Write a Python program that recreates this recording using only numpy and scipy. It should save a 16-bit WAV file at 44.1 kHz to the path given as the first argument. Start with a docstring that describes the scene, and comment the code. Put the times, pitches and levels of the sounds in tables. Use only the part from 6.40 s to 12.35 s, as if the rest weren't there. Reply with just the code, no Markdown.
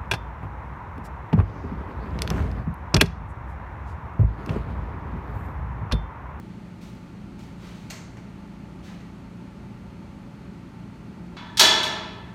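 """A cable machine's pulley carriage drops home with a loud clank that rings through the hollow steel frame.
Before that, someone steps up, clicks the spring pin out and slides the carriage down its upright tube.
It knocks once, the pin finds its hole, and the carriage lands, chatters and settles. Each blow is a
burst of fading noise plus the tube's ringing tones. Shoes, hands and sliding make soft hisses,
and an air vent hums through the quiet home gym."""
import sys
import numpy as np
from scipy import signal
from scipy.fft import rfft, irfft
from scipy.io import wavfile
from scipy.ndimage import map_coordinates

SR = 44100
rng = np.random.default_rng(int(sys.argv[2]) if len(sys.argv) > 2 else 0)


def inscribe(sig):
    """Save sig as 16-bit PCM at rate SR to the path in sys.argv[1].

    A 1-D sig is mono; a 2-D sig holds one channel per row.
    Samples are clipped to [-1, 1] before scaling.
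    """
    pcm = np.round(np.clip(np.atleast_2d(sig).T, -1, 1) * 32767)
    wavfile.write(sys.argv[1], SR, pcm.astype(np.int16))


N = 262279
TIME = np.arange(N) / SR
SCENE_HZ = np.fft.rfftfreq(N, 1 / SR) + 1
EVENT_SIZE = SR + SR // 5   # samples in one knock, click or scuff
AGE = np.arange(EVENT_SIZE) / SR   # seconds since it began
EVENT_HZ = np.fft.rfftfreq(EVENT_SIZE, 1 / SR) + 1


# Blows on the tube: a dull knock, the pin's tip, the carriage landing, its settling.
# start_s, level_db, tilt_db_per_octave (higher is brighter), ring_db
BLOWS = [(4.967, -37, -10.5, -32.5), (5.171, -25.3, 0, -22), (5.195, -12, 1, 0.5), (5.43, -30, -0.4, -21)]
# The overall tone of the tube's countless weak vibrations: pitch_hz, level_db
TUBE_SPECTRUM = [(120, -35.5), (230, -13.5), (380, -15.5), (520, -14.5), (750, -12), (1100, -10.5),
                 (1500, -11.5), (2600, -7), (3600, -1.5), (4400, -3.5), (5000, -6), (6600, -10.5),
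                 (8000, -16.5), (12500, -26.5), (16000, -32)]
# Where those vibrations crowd together: pitch_hz, width_hz, boost_db
TUBE_HUMPS = [(265, 30, 5), (350, 40, 6), (415, 35, 11), (640, 40, 6), (890, 55, 11), (985, 30, 8),
              (1330, 50, 6), (1745, 42, 14), (3400, 80, 6), (4200, 170, 2), (5520, 170, 3), (6650, 120, 5),
              (9500, 220, 5), (12400, 400, 3)]

def carriage():
    """Every blow shakes the same tube; harder ones reach lower notes, and the hardest ends in chatter."""
    full_blow_db, full_low_hz, softer_db_per_octave = -10.5, 444, 19.5
    body_db = metal_body(TUBE_SPECTRUM, TUBE_HUMPS, ripple_db=5, ripple_step=40)
    out = np.zeros(N)
    for start_s, level_db, tilt, _ in BLOWS:
        low_hz = full_low_hz * 2 ** ((full_blow_db - level_db) / softer_db_per_octave)
        add(out, start_s, steel_hit(body_db, level_db, tilt, low_hz))
    for start_s, level_db in chatter(count=3):
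        add(out, start_s, steel_hit(body_db, level_db, tilt=-3.5, low_hz=240))
    return out


def chatter(count, first_s=.005, spread=2.85, drop_db=5, loss_db=1.5):
    """Times and levels of the rattle after the hardest blow: each hit is later and weaker than the last."""
    start_s, level_db, _, _ = max(BLOWS, key=lambda blow: blow[1])
    return [(start_s + first_s * spread ** k, level_db - drop_db - loss_db * k) for k in range(count)]


# How long the tube's clatter takes to fade by 60 dB: pitch_hz, fade_s
TUBE_FADES = [(250, 1.5), (900, 1.35), (2000, 1.2), (3500, .85), (6000, .68), (9000, .5), (14000, .37)]

def steel_hit(body_db, level_db, tilt, low_hz):
    """Steel meets steel: the tube clatters from low_hz upwards, and dull hits crack less."""
    bass_cut_db = 10 * np.log10(1 + (low_hz / EVENT_HZ) ** 6)
    spectrum_db = body_db + tilt_db(EVENT_HZ, tilt) - bass_cut_db
    return from_db(level_db - 5) * clatter(spectrum_db, TUBE_FADES, crack_db=8 + .6 * tilt, crack_s=.023)


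# The steel tube's strong ringing tones: pitch_hz, level_db, fade_s
TUBE_TONES = [(339, -39, 1.5), (371, -38, 1.5), (415, -41, 1.5), (630, -36, 1.5), (647, -36, 1.35),
              (862, -36, 1.5), (922, -32, 1.08), (993, -29, 1.32), (1297, -37, 1.5), (1333, -33, 1.5),
              (1744, -31, 1.5), (2046, -40, 1.5), (2235, -39, 1.0), (2632, -31, 1.0), (2926, -30, 0.88),
              (3347, -26, 0.79), (3374, -15, 0.8), (3406, -11, 0.64), (3594, -21, 0.79), (3725, -27, 0.8),
              (4013, -27, 0.73), (4088, -25, 0.8), (4240, -25, 0.8), (4423, -32, 0.8), (4483, -33, 0.8),
              (4843, -33, 0.68), (5174, -30, 0.74), (5428, -35, 0.8), (6235, -31, 0.67), (6682, -30, 0.65)]

def tube_ring():
    """The tube sings on after each blow, swelling as it fills the room; dull blows ring duller."""
    out = np.zeros(N)
    for start_s, _, tilt, ring_db in BLOWS:
        ring_tilt = -.1 + .49 * min(tilt, 0)
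        tones = ring(TUBE_TONES, ring_tilt, swell_s=.057, twin_db=-7.5, split_hz=24.1)
        add(out, start_s, from_db(ring_db) * tones)
    return out


# The spring pin clicking in its sleeve: start_s, level_db
CLICKS = [(1.5005, -46), (1.504, -42.5), (1.769, -54.5), (2.603, -56.5)]
# The pin's ringing tones: pitch_hz, level_db, fade_s
PIN_TONES = [(2272, 0, 0.47), (2789, 0, 0.29), (3989, -10, 0.67), (4673, -2, 0.27), (6379, -5, 0.42),
             (6621, -8, 0.52), (6971, -10, 0.49), (7515, -14, 0.48), (11880, -19, 0.37)]
# The overall tone of its clatter: pitch_hz, level_db
PIN_SPECTRUM = [(300, -21), (700, -9), (1100, -8.5), (2200, -7.5), (3300, -11.5), (5300, -10.5),
                (6800, -8.5), (9000, -16), (10700, -28), (12500, -20), (16000, -34)]
# Where its vibrations crowd together: pitch_hz, width_hz, boost_db
PIN_HUMPS = [(630, 45, 8), (2060, 90, 7), (2300, 90, 6), (2780, 90, 4), (4330, 150, 7), (6400, 160, 6),
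             (12250, 450, 5)]
# How long its clatter takes to fade by 60 dB: pitch_hz, fade_s
PIN_FADES = [(500, 0.87), (3000, 0.45), (7000, 0.57), (15000, 0.2)]

def spring_pin(firm_click_db=-42.5, ring_db=-12):
    """The small steel pin rings higher and shorter than the tube, brighter the firmer the click."""
    body_db = metal_body(PIN_SPECTRUM, PIN_HUMPS, ripple_db=-1, ripple_step=47)
    out = np.zeros(N)
    for start_s, level_db in CLICKS:
        tilt = -1 + .46 * (level_db - firm_click_db)
        click = clatter(body_db + tilt_db(EVENT_HZ, tilt), PIN_FADES, crack_db=8, crack_s=.0083)
        tones = ring(PIN_TONES, tilt, swell_s=.002, twin_db=-8, split_hz=27)
        add(out, start_s, from_db(level_db) * (click + from_db(ring_db) * tones))
    return out


def metal_body(spectrum, crowds, ripple_db, ripple_step):
    """A metal part's tone in dB: a broad shape, humps, and fine ripples that deepen in the treble."""
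    depth = np.minimum(np.sqrt(EVENT_HZ / 5000), 1)
    ripple = np.tanh(wander(len(EVENT_HZ), ripple_step) - .5)
    return at_hz(spectrum, EVENT_HZ) + humps(EVENT_HZ, crowds) + ripple_db * depth * ripple


def clatter(spectrum_db, fades, crack_db, crack_s):
    """Struck metal gives a brief bright crack and a longer wash of countless vibrations."""
    crack = noise(spectrum_db + tilt_db(EVENT_HZ, 2), EVENT_SIZE) * np.exp(-AGE / crack_s)
    wash = die_away(noise(spectrum_db, EVENT_SIZE), fades)
    attack = 1 - np.exp(-AGE / .0005)
    return attack * (from_db(crack_db) * crack + wash)


def ring(tones, tilt, swell_s, twin_db, split_hz):
    """Tones swell and fade; each has a weaker twin at almost the same pitch, so it throbs."""
    out = 0
    for hz, level_db, fade_s in tones:
        phase, split = rng.random(2)
        angle = 2 * np.pi * (hz * AGE + phase)
        offset_hz = split_hz * (2 * split - 1)
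        twin = from_db(twin_db) * np.cos(angle + 2 * np.pi * offset_hz * AGE)
        loudness = from_db(level_db + tilt_db(hz, tilt) - 60 * AGE / fade_s)
        out = out + (np.sin(angle) + twin) * loudness
    return out * (1 - np.exp(-AGE / swell_s))


# Shoes brushing the rubber floor, hands taking hold, the carriage sliding:
# start_s, rise_s, fall_s, level_db, tilt_db_per_octave
STROKES = [(.408, 0.012, 0.1, -55, 5), (.98, 0.015, 0.075, -54.5, 4), (1.16, 0.097, 0.23, -52, 2.5),
           (2.42, .03, 0.089, -53, 3.5), (2.46, 0.033, .06, -50, -2.5)]
# The overall tone of the rubbing: pitch_hz, level_db
SCUFF_SPECTRUM = [(300, 4), (1000, 3), (2200, 1), (4300, -5), (5000, -9), (6500, -12), (10500, -25),
                  (15500, -31)]

def scuffs():
    """Surfaces rub with a soft, grainy hiss that swells and fades with each stroke."""
    out = np.zeros(N)
    for start_s, rise_s, fall_s, level_db, tilt in STROKES:
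        stroke = np.minimum(AGE / rise_s, 1) * np.exp(-np.maximum(AGE - rise_s, 0) / fall_s)
        hiss = noise(at_hz(SCUFF_SPECTRUM, EVENT_HZ) + tilt_db(EVENT_HZ, tilt), EVENT_SIZE)
        grain_db = wander(EVENT_SIZE, step=189)
        add(out, start_s, hiss * stroke * from_db(level_db + grain_db))
    return out


# The overall tone of the rushing air: pitch_hz, level_db
AIR_SPECTRUM = [(20, -28.5), (40, -7), (100, -0.5), (190, -2.5), (370, -8), (470, -18.5), (1000, -20.5),
                (2450, -27), (3300, -33), (5000, -39), (9600, -46.5), (10500, -50), (15000, -54.5),
                (16000, -70)]
# The duct's resonances: pitch_hz, width_hz, boost_db
DUCT_HUMPS = [(570, 35, 5), (875, 40, 8), (1200, 60, 2), (1370, 50, 3), (1680, 120, -2), (4350, 280, 4),
              (6400, 400, 2)]
# The fan's low tones: pitch_hz, level_db
FAN_HUM = [(59, -54), (118.4, -51), (147, -60), (176.5, -46), (204.6, -48.5), (232, -56.5), (263.8, -58)]

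def air_vent(rush_db=-43, waver=.28, waver_s=.05):
    """Air rushes through the duct while the fan hums with wavering tones."""
    out = from_db(rush_db) * noise(at_hz(AIR_SPECTRUM, SCENE_HZ) + humps(SCENE_HZ, DUCT_HUMPS), N)
    for hz, level_db in FAN_HUM:
        # A complex number lets the sway move both level and phase.
        sway = 1 + waver * (wander(N, waver_s * SR) + 1j * wander(N, waver_s * SR))
        tone = np.real(sway * np.exp(2j * np.pi * hz * TIME))
        out = out + from_db(level_db) * rms_one(tone)
    return out


# How long the room's echo takes to fade by 60 dB: pitch_hz, fade_s
ROOM_FADES = [(150, .55), (1000, .5), (5000, .45), (14000, .3)]

def room(sound, echo_db):
    """The direct sound plus a smooth echo whose treble dies first."""
    build_up = 1 - np.exp(-AGE / .0074)
    tail = die_away(rng.standard_normal(EVENT_SIZE), ROOM_FADES) * build_up
    echo = signal.fftconvolve(sound, tail / np.sqrt(np.sum(tail ** 2)))[:N]
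    return sound + from_db(echo_db) * echo


def from_db(db):
    """Turn decibels into a multiplier."""
    return 10 ** (np.asarray(db) / 20)


def rms_one(x):
    """Scale a signal so its average strength (rms) is 1."""
    return x / np.sqrt(np.mean(x ** 2) + 1e-20)


def at_hz(table, hz):
    """Read between a table's rows, with pitch spaced in octaves."""
    pitches, values = np.transpose(table)
    return np.interp(np.log(hz), np.log(pitches), values)


def tilt_db(hz, db_per_octave):
    """Hard contacts lift the treble and soft ones dull it, pivoting on the tube's main ring."""
    return db_per_octave * np.log2(np.maximum(hz, 900) / 3400)


def humps(hz, table):
    """Resonances as bell-shaped bumps, in dB."""
    return sum(boost_db * np.exp(-((hz - centre) / width) ** 2) for centre, width, boost_db in table)


def wander(count, step):
    """A smooth random curve of strength 1 that takes a new value every step points."""
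    knots = rng.standard_normal(count)[:int(count / step) + 4]
    return rms_one(map_coordinates(knots, [np.arange(count) / step], order=2, mode="nearest"))


def noise(spectrum_db, size):
    """Noise of strength 1 with the given tone."""
    return rms_one(irfft(rfft(rng.standard_normal(size)) * from_db(spectrum_db), size))


def die_away(sound, fades):
    """Split a sound into pitch bands and let each fade at its own rate."""
    centres = np.geomspace(150, 16000, 12)
    spectrum = rfft(sound)
    out = 0
    for hz, pick in zip(centres, np.eye(len(centres))):
        band = irfft(spectrum * np.interp(np.log(EVENT_HZ), np.log(centres), pick), EVENT_SIZE)
        out = out + band * from_db(-60 * AGE / at_hz(fades, hz))
    return out


def add(track, start_s, sound):
    """Mix a sound into the track at start_s."""
    start = int(start_s * SR)
    track[start:start + len(sound)] += sound[:N - start]


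def scene():
    """The machine stands a few metres off, in the hum of the room."""
    machine = room(carriage() + spring_pin(), echo_db=-6.5) + tube_ring()
    return (machine + room(scuffs(), echo_db=-2.5) + air_vent())[None]


def record(dry, ceiling=.98, cutoff_hz=15900):
    """Round off the loudest peaks and cut the highest treble."""
    rounded = dry / (1 + (dry / ceiling) ** 4) ** .25
    return signal.sosfilt(signal.ellip(10, .2, 80, cutoff_hz, fs=SR, output="sos"), rounded)


dry = scene()
out = record(dry)
inscribe(out)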